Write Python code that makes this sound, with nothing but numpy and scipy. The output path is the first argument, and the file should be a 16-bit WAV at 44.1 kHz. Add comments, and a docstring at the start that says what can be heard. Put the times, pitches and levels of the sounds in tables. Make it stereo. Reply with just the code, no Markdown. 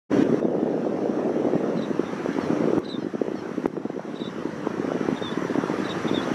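"""A breezy beach with nesting terns. Swirls of wind (eddies) thump the two microphone ports of a
camera, each port on its own. Behind them lies the even wash of surf, which drops abruptly after some
hard buffets and creeps back. Some way off, terns give squeaky whistled calls: short "kips", longer
falling slurs and reedy squeals, over the faint chatter of the far colony."""
import sys
import numpy as np
from scipy import signal
from scipy.fft import rfft, irfft
from scipy.io import wavfile
from scipy.ndimage import uniform_filter1d

SR = 44100
rng = np.random.default_rng(int(sys.argv[2]) if len(sys.argv) > 2 else 0)


def digitize_waveform(pressure):
    """Quantize a signal to 16-bit integers and store it at the path in sys.argv[1].

    Rows of a 2-D input are taken as channels; values are limited to [-1, 1].
    """
    field = np.atleast_2d(pressure).T
    bounded = np.clip(field, -1, 1)
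    quanta = np.round(bounded * 32767).astype(np.int16)
    wavfile.write(sys.argv[1], SR, quanta)


N = 279594
TIME = np.arange(N) / SR
KIP_RASP = 0.47  # 0 is a pure whistle, 1 is hoarse

# Thuds after which the surf dips: start_s, relative_level_db, dip_db
THUDS = [(0.232, -32, 6.5), (0.403, -39, 8), (2.791, -27, 6.5), (3.669, -29.5, 7.5)]


def gain_of(db):
    """Turns decibels into a number to multiply by."""
    return 10 ** (np.asarray(db) / 20)


def unit_level(x):
    """Scales a signal so that its average power is 1."""
    return x / np.sqrt(np.mean(x ** 2) + 1e-20)


def over_pitch(rows, hz):
    """Looks up a table at the given frequencies, with octaves evenly spaced."""
    row_hz, values = np.transpose(rows)
    return np.interp(np.log(hz + 1), np.log(row_hz), values)


def over_time(rows):
    """Joins a table's rows with straight lines: one curve for each column after the time."""
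    time_s, *columns = np.transpose(rows)
    return [np.interp(TIME, time_s, column) for column in columns]


def add(mix, start_s, sound):
    """Mixes a sound in at the given time."""
    part = mix[max(round(start_s * SR), 0):][:len(sound)]
    part += sound[:len(part)]


def wander(rate_hz):
    """Smooth random motion, up to about the given rate."""
    hz = np.fft.rfftfreq(N, 1 / SR)
    return unit_level(irfft(rfft(rng.standard_normal(N)) * np.exp(-(hz / rate_hz) ** 2), N))


def progress(length_s):
    """Runs from 0 to 1 over a note."""
    return np.linspace(0, 1, max(int(length_s * SR), 64))


def eddy(hz, phase_turns, decay_cycles=0.34):
    """One swirl of air passing a port: the pressure swings for about two cycles."""
    t = np.arange(1400) / SR
    age = t * hz / decay_cycles
    return (age / 2) ** 2 * np.exp(2 - age) * np.cos(2 * np.pi * (hz * t + phase_turns))


def flutter(level_db, eddies_per_s=1000, pitch_spread=.26, scatter_db=2.5, shed_hz=40, clump_hz=50):
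    """A stream of eddies of many sizes; broken flow sheds them in uneven bursts with gaps between."""
    # How lumpy the air flow is: time_s, burst_depth_db, typical_pitch_hz
    air_flow = [(0.35, 4, 289.9), (0.55, 1.1, 352), (1.7, 2, 352.1), (1.95, 9.5, 298), (2.6, 2.5, 323.3),
                (3.0, 11, 299.8), (6.3, 7.5, 284.9)]
    depth_db, typical_hz = over_time(air_flow)
    turns = np.cumsum(shed_hz * np.exp(.65 * wander(shed_hz))) / SR
    bursts = 0.99 * (2 * np.cos(np.pi * turns) ** 4 - 1)
    bursts += .65 * np.clip(wander(clump_hz), -2, 1.3)
    kicks = (rng.random(N) < eddies_per_s / SR) * rng.choice([-1, 1], N)
    kicks = kicks * gain_of(scatter_db * rng.standard_normal(N) + depth_db * bursts)
    pitches_hz = np.geomspace(170, 900, 28)  # each kick sets off an eddy at one of these
    chosen = np.searchsorted(pitches_hz[:-1], typical_hz * np.exp(pitch_spread * rng.standard_normal(N)))
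    flow = sum(signal.oaconvolve(kicks * (chosen == k), eddy(hz, rng.random()))[:N]
               for k, hz in enumerate(pitches_hz))
    strength = np.sqrt(abs(uniform_filter1d(flow ** 2, size=6000)) + 1e-9)
    return flow / strength * gain_of(level_db)


def wind(buffet_boost_db=2.5, shed_pitch_ratio=2.22, low_cut_hz=163, rumble_db=-50):
    """Flutter and single hard buffets at each port, thinned in the bass by the camera's wind filter."""
    # Wind strength at each port, before the filter: time_s, left_db, right_db
    breeze = [(0.15, -13, -20), (0.3, -15.5, -27.5), (0.48, -17.5, -33), (0.9, -19.5, -42.5),
              (1.55, -17, -40), (1.8, -20, -24.5), (2.05, -29.5, -28.5), (2.38, -26, -27),
              (2.48, -19, -28.5), (2.77, -14.5, -26.5), (2.82, -29.5, -28), (3.27, -26, -30.5),
              (3.75, -29, -30), (4.5, -32.5, -28.5), (4.85, -24, -26), (5.28, -27.5, -30.5),
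              (5.7, -25, -26), (6.3, -26.5, -26)]
    # The hardest eddies, each shedding a smaller one:
    # time_s, relative_level_db, pitch_hz, port (0 left, 1 right), shed_db (against the main eddy)
    buffets = [(0.146, -9.5, 297.2, 0, -26), (0.223, -2, 267, 0, -26), (0.344, -4, 373, 0, -21),
               (0.428, -9.5, 406, 0, -24), (0.484, -7, 400, 0, -15), (0.63, -9, 290, 0, -10),
               (0.744, -13, 400, 0, -17), (1.058, -7.5, 480, 0, -21), (1.366, -12.5, 370, 0, -12),
               (1.446, -10.5, 371, 0, -10), (1.535, -5.5, 397, 0, -18), (1.556, -13, 537, 0, -19),
               (1.948, -14.5, 325, 0, -18), (1.995, -3.5, 342, 1, -16), (2.039, -14.5, 342, 1, -12),
               (2.132, -11.5, 400, 1, -16), (2.26, -8.5, 432, 1, -10.5), (2.289, -8, 262, 0, -21),
               (2.365, -12, 349, 0, -16), (2.387, -9.5, 335, 1, -2.5), (2.504, -5, 280, 0, -8),
               (2.641, -5.5, 392, 0, -18), (2.733, -5, 400, 0, -15), (2.782, -6.5, 352, 0, -7),
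               (2.981, -12.5, 277, 0, -21), (3.046, -12.5, 306, 0, -19), (3.216, -4, 400, 0, -25),
               (3.282, -10, 417, 0, -14), (3.318, -12, 374, 0, -19), (3.344, -14, 300, 0, -24),
               (3.581, -8.5, 310, 0, -18), (3.658, -3.5, 350, 0, -5.5), (3.768, -16.5, 490, 0, -6.5),
               (3.775, -12, 357, 0, -20), (3.853, -11, 264, 0, -9), (3.9, -14.5, 406, 1, -23),
               (3.995, -15, 576, 1, -15), (4.217, -11.5, 298, 1, -12), (4.454, -10, 315, 1, -19),
               (4.671, -7, 366, 1, -5), (4.798, -8, 320, 0, -18), (4.85, -12.5, 480, 1, -13),
               (4.879, -11, 380, 1, -11), (4.919, -8, 525, 1, -12), (4.949, -13, 407, 1, -16),
               (4.965, -12, 433, 1, -10), (5.011, -10, 343, 1, -21), (5.087, -4.5, 340, 1, -10),
               (5.126, -8, 242, 0, -12), (5.375, -7.5, 280, 0, -22), (5.423, -10, 322, 0, -26),
               (5.45, -11, 384, 1, -20), (5.555, -8, 314, 1, -6), (5.585, -5.5, 248, 1, -7),
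               (5.638, -10, 475, 1, -22), (5.699, -11, 350, 0, -22), (5.787, -10.5, 333, 1, -16),
               (5.801, -12, 288, 0, -20), (6.065, -9.5, 300, 0, -20), (6.113, -7.5, 296, 0, -29),
               (6.145, -9.5, 350, 1, -16), (6.177, -6.5, 306, 1, -14), (6.275, -12.5, 513, 1, -16),
               (6.316, -7, 244, 0, -20)]
    ports = np.array([flutter(level_db) for level_db in over_time(breeze)])
    for (time_s, db, hz, port, shed_db), phase in zip(buffets, rng.random(len(buffets))):
        swing = eddy(hz, phase) + gain_of(shed_db) * eddy(hz * shed_pitch_ratio, phase)
        add(ports[port], time_s - .5 / hz, gain_of(db + buffet_boost_db) * swing)
    add(ports[0], start_s=3.658, sound=gain_of(-15) * eddy(1650, 0))  # one hard eddy cracks on the left
    wind_filter = signal.butter(3, low_cut_hz, "highpass", fs=SR, output="sos")
    return signal.sosfilt(wind_filter, ports) + gain_of(rumble_db) * ports


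def surf_level(fall_s=0.0037, recovery_s=2.26):
    """The surf's relative level in dB: a slow swell that dips at each thud and creeps back."""
    # Slow swell of the surf: time_s, relative_level_db
    swell = [(0.12, -50.5), (0.9, -48), (1.8, -49.5), (2.45, -47), (2.8, -50.5), (3.7, -49.5), (4.4, -46.5),
             (6.33, -44.5)]
    level_db = over_time(swell)[0]
    for start_s, _, dip_db in THUDS:
        since_s = np.maximum(TIME - start_s, 0)
        level_db -= dip_db * np.minimum(since_s / fall_s, 1) * np.exp(-since_s / recovery_s)
    return level_db


def surf(boost_db=19.0, patch_db=2.0, roar_growth=0.072, roar_hz=2600):
    """Far breakers: a wide wash of noise with drifting patches; its roar grows faster than its fizz."""
    # Tone colour of the surf: pitch_hz, relative_level_db
    colour = [(25, -44), (60, -48), (120, 6), (750, 1.5), (1150, 1.5), (1850, -3), (2350, -10),
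              (3000, -11.5), (3600, -15), (4400, -12), (5000, -19.5), (5800, -14.5), (6700, -21),
              (7600, -22.5), (8600, -28), (9800, -28.5), (12000, -36), (14000, -50)]
    # How alike the surf is at the two ports: pitch_hz, likeness (1 the same, -1 opposite)
    port_likeness = [(300, 0.53), (1000, 0.9), (1900, 0.69), (2500, 0.36), (3300, 0.08), (4400, -0.74),
                     (5800, 0.44), (6600, -0.49), (9800, -0.48), (10700, -0.035), (12500, 0.24),
                     (14000, -.7)]
    frames, hz = N // 256 + 5, np.fft.rfftfreq(1024, 1 / SR)  # the noise is a grid of pitch by time
    a, b, c, d, patches = rng.standard_normal((frames, len(hz), 5)).T
    patches = unit_level(uniform_filter1d(uniform_filter1d(patches, size=5, axis=0), size=12, axis=1))
    likeness = np.clip(over_pitch(port_likeness, hz), -1, 1)[:, None]
    left = a + 1j * b
    right = likeness * left + np.sqrt(1 - likeness ** 2) * (c + 1j * d)
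    swell_db = surf_level()
    heave_db = np.interp(np.arange(frames) * 256, np.arange(N), swell_db - swell_db.mean())
    roar_db = roar_growth * np.outer(np.exp(-(hz / roar_hz) ** 2), heave_db)
    shape = gain_of(over_pitch(colour, hz)[:, None] + patch_db * patches + roar_db)
    wash = signal.istft(np.array([left, right]) * shape, nperseg=1024, noverlap=768)[1][:, :N]
    return unit_level(wash) * gain_of(swell_db + boost_db) * gain_of([[-.8], [.8]])


def tern_voice(pitch_hz, rasp, gap_hz=290, lower_db=8, octave_db=-14, jitter=0.021, quaver_hz=73.6):
    """A fluttering whistle. Rasp shakes it and adds an overtone and a lower voice that beats with it."""
    t = TIME[:len(pitch_hz)]
    smoothing = signal.butter(2, 400, fs=SR, output="sos")
    shake, waver = rasp * unit_level(signal.sosfilt(smoothing, rng.standard_normal((2, len(t)))))
    strain = np.exp(-((1 - pitch_hz / pitch_hz.max()) / 0.041) ** 2)  # only near the top pitch
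    phase = 2 * np.pi * np.cumsum(pitch_hz * (1 + jitter * shake)) / SR
    lower_turns = np.cumsum(pitch_hz * (1 + jitter * waver) - gap_hz) / SR + rng.random()
    lower = rasp ** 2 * gain_of(lower_db) * np.sin(2 * np.pi * lower_turns)
    overtone = rasp * gain_of(octave_db) * np.sin(2 * phase)
    voice = np.sin(phase) + strain * (lower + overtone)
    quaver = 1 + 0.25 * np.sin(2 * np.pi * (quaver_hz * t + rng.random()))
    return unit_level(voice * quaver * gain_of(2.5 * waver)) * signal.windows.tukey(len(t), 0.3)


def colony(low_hz=2600, high_hz=3850, note_s=0.06, fall=0.04, count=220):
    """Distant terns, faint in the surf: short falling notes from all sides, most of them low."""
    # Chatter of the colony, added to the surf's swell: time_s, relative_level_db
    chatter = [(0.2, 3), (1.0, -0.5), (2.2, -2), (3.2, -10), (4.7, -7), (5.6, -1)]
    out = np.zeros((2, N))
    for when, height, side, size in rng.random((count, 4)):
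        hz = low_hz + height ** 2 * (high_hz - low_hz)
        note = size * tern_voice(hz * (1 - fall * progress(note_s) ** 2), rasp=0.55)
        add(out[0], when * N / SR, np.sqrt(1 - side) * note)
        add(out[1], when * N / SR, np.sqrt(side) * note)
    return out * gain_of(surf_level() + over_time(chatter)[0])


def scratch(hz, strength, length_s=.02, buzz_hz=850, squeak_db=-7):
    """A note's ragged start: the voice buzzes up to pitch while a thin squeak shoots above it."""
    u = progress(length_s)
    voice = tern_voice(hz * (.92 + .08 * u), rasp=0.79)
    buzz = 1 + 1.1 * np.sin(2 * np.pi * (buzz_hz * length_s * u + rng.random()))
    squeak = tern_voice(hz * (1 + .5 * u ** 2), rasp=0.79)
    return strength * gain_of(-2) * (voice * buzz + gain_of(squeak_db) * squeak)


def kip(length_s, hz, arch=0.27, top_at=0.418, swell_db=7):
    """A short, raspy note that rises and falls in pitch and is loudest in its middle."""
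    u = progress(length_s)
    voice = tern_voice(hz * (1 - arch * (u - top_at) ** 2), KIP_RASP)
    return voice * gain_of(swell_db * (np.sin(np.pi * u) - 0.82))


def thuds(thud_hz=75, thud_db=-1, snap_db=-9, snap_decay_s=0.00065):
    """Deep thuds on the left, each with a tiny bright snap on top."""
    out, t = np.zeros((2, N)), TIME[:400]
    thud = eddy(thud_hz, 0) * np.linspace(1, 0, 1400)
    for start_s, db, _ in THUDS:
        snap = rng.standard_normal(len(t)) * np.exp(-t / snap_decay_s)
        add(out[0], start_s - 1 / thud_hz, gain_of(db + thud_db) * thud)
        add(out[0], start_s, gain_of(db + snap_db) * snap)
    return out


def squeal(base_hz, length_s=0.07, fall=0.11, wobble_hz=32):
    """A far, reedy cry: a few overtones that waver and fall together."""
    # Overtones of a squeal: pitch_multiple, relative_level_db
    overtones = [(3, -5), (4, -1.5), (5, -4)]
    u = progress(length_s)
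    wobble = 0.014 * np.sin(2 * np.pi * (wobble_hz * length_s * u + rng.random()))
    pitch_hz = base_hz * (1 - fall * u + wobble)
    return sum(gain_of(db) * tern_voice(multiple * pitch_hz, rasp=.3) for multiple, db in overtones)


def slur(length_s, hz, fall, rasp, swell_db=4, scoop_s=0.0088, catch_s=.0022):
    """A longer note that scoops up, swells as it slides down, catches twice and lifts at the end."""
    # Where the voice catches: share_of_length (0 to 1)
    catch_points = [.56, .74]
    u = progress(length_s)
    scoop = 0.0535 * np.exp(-u * length_s / scoop_s)
    slide = (1 + np.tanh(5.2 * (u - 0.5))) / 2
    lift = 0.0336 * u ** 2
    catches = sum(np.exp(-((u - at) * length_s / catch_s) ** 2) for at in catch_points)
    level_db = swell_db * (np.sin(np.pi * u) - .5) - 36 * rasp * catches
    return tern_voice(hz * (1 - fall * slide - scoop + lift), rasp) * gain_of(level_db)


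def terns(opening_db=-4.5, opening_s=0.033, scratch_lead_s=0.007, echo_db=-15, echo_s=0.39):
    """The terns' calls, slightly to the right, with a faint echo scattered from the beach."""
    # Calls of a kip, then a slur:
    # start_s, slur_delay_s, slur_length_s, pitch_hz, fall (share of pitch), rasp (0 to 1), level_db
    two_part_calls = [(2.841, 0.042, 0.092, 4065, 0.14, 0.5, -41.5),
                      (4.152, 0.042, 0.076, 3930, 0.13, 0.4, -44.5),
                      (5.159, 0.054, 0.099, 3690, 0.088, 0.03, -39.5),
                      (6.072, 0.062, 0.076, 3710, 0.11, 0.23, -34.5)]
    # Kips on their own: start_s, length_s, pitch_hz, level_db
    lone_kips = [(0.18, 0.045, 3760, -53), (1.77, 0.036, 4070, -50), (1.815, 0.045, 3930, -46),
                 (0.41, 0.058, 3700, -61), (2.045, 0.05, 3630, -54), (2.325, 0.028, 4250, -58),
                 (4.239, 0.061, 3880, -46), (5.31, 0.028, 3780, -47), (5.772, 0.055, 3430, -52),
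                 (5.843, 0.033, 4000, -43.5), (5.889, 0.045, 3820, -38), (6.217, 0.034, 3980, -45.5)]
    # Far squeals: start_s, base_pitch_hz, level_db
    squeals = [(2.402, 1126, -53), (2.984, 1100, -57.5), (3.348, 1145, -56)]
    calls = np.zeros(N)
    for start_s, delay_s, length_s, hz, fall, rasp, db in two_part_calls:
        add(calls, start_s - scratch_lead_s, gain_of(db + opening_db) * scratch(hz, rasp))
        add(calls, start_s, gain_of(db + opening_db) * kip(opening_s, hz))
        add(calls, start_s + delay_s - scratch_lead_s, gain_of(db) * scratch(hz, rasp))
        add(calls, start_s + delay_s, gain_of(db) * slur(length_s, hz, fall, rasp))
    for start_s, length_s, hz, db in lone_kips:
        add(calls, start_s - scratch_lead_s, gain_of(db) * scratch(hz, KIP_RASP))
        add(calls, start_s, gain_of(db) * kip(length_s, hz))
    for start_s, hz, db in squeals:
        add(calls, start_s, gain_of(db) * squeal(hz))
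    t = TIME[:SR // 2]
    tail = rng.standard_normal((2, len(t))) * gain_of(-60 * t / echo_s)
    echo = signal.fftconvolve(calls[None], tail / np.linalg.norm(tail[0]), axes=1)[:, :N]
    direct = np.array([np.concatenate([[0], calls[:-1]]), calls])  # reaches the left port a sample later
    return direct * gain_of([[-.8], [.8]]) + gain_of(echo_db) * echo


def scene():
    """Wind on the microphone, surf and birds, in stereo."""
    return wind() + surf() + thuds() + terns() + colony()


def record(dry, fade_middle_s=.106, fade_s=0.028, ceiling=.97, high_cut_hz=15700):
    """Fades in quickly, rounds off the tallest peaks and removes the highest treble."""
    faded = dry * np.clip((TIME - fade_middle_s) / fade_s + .5, 0, 1) ** 2
    rounded = faded / (1 + (faded / ceiling) ** 6) ** (1 / 6)
    treble_cut = signal.firwin(511, high_cut_hz, window=("kaiser", 9), fs=SR)
    return signal.oaconvolve(rounded, treble_cut[None], "same")


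dry = scene()
out = record(dry)
digitize_waveform(out)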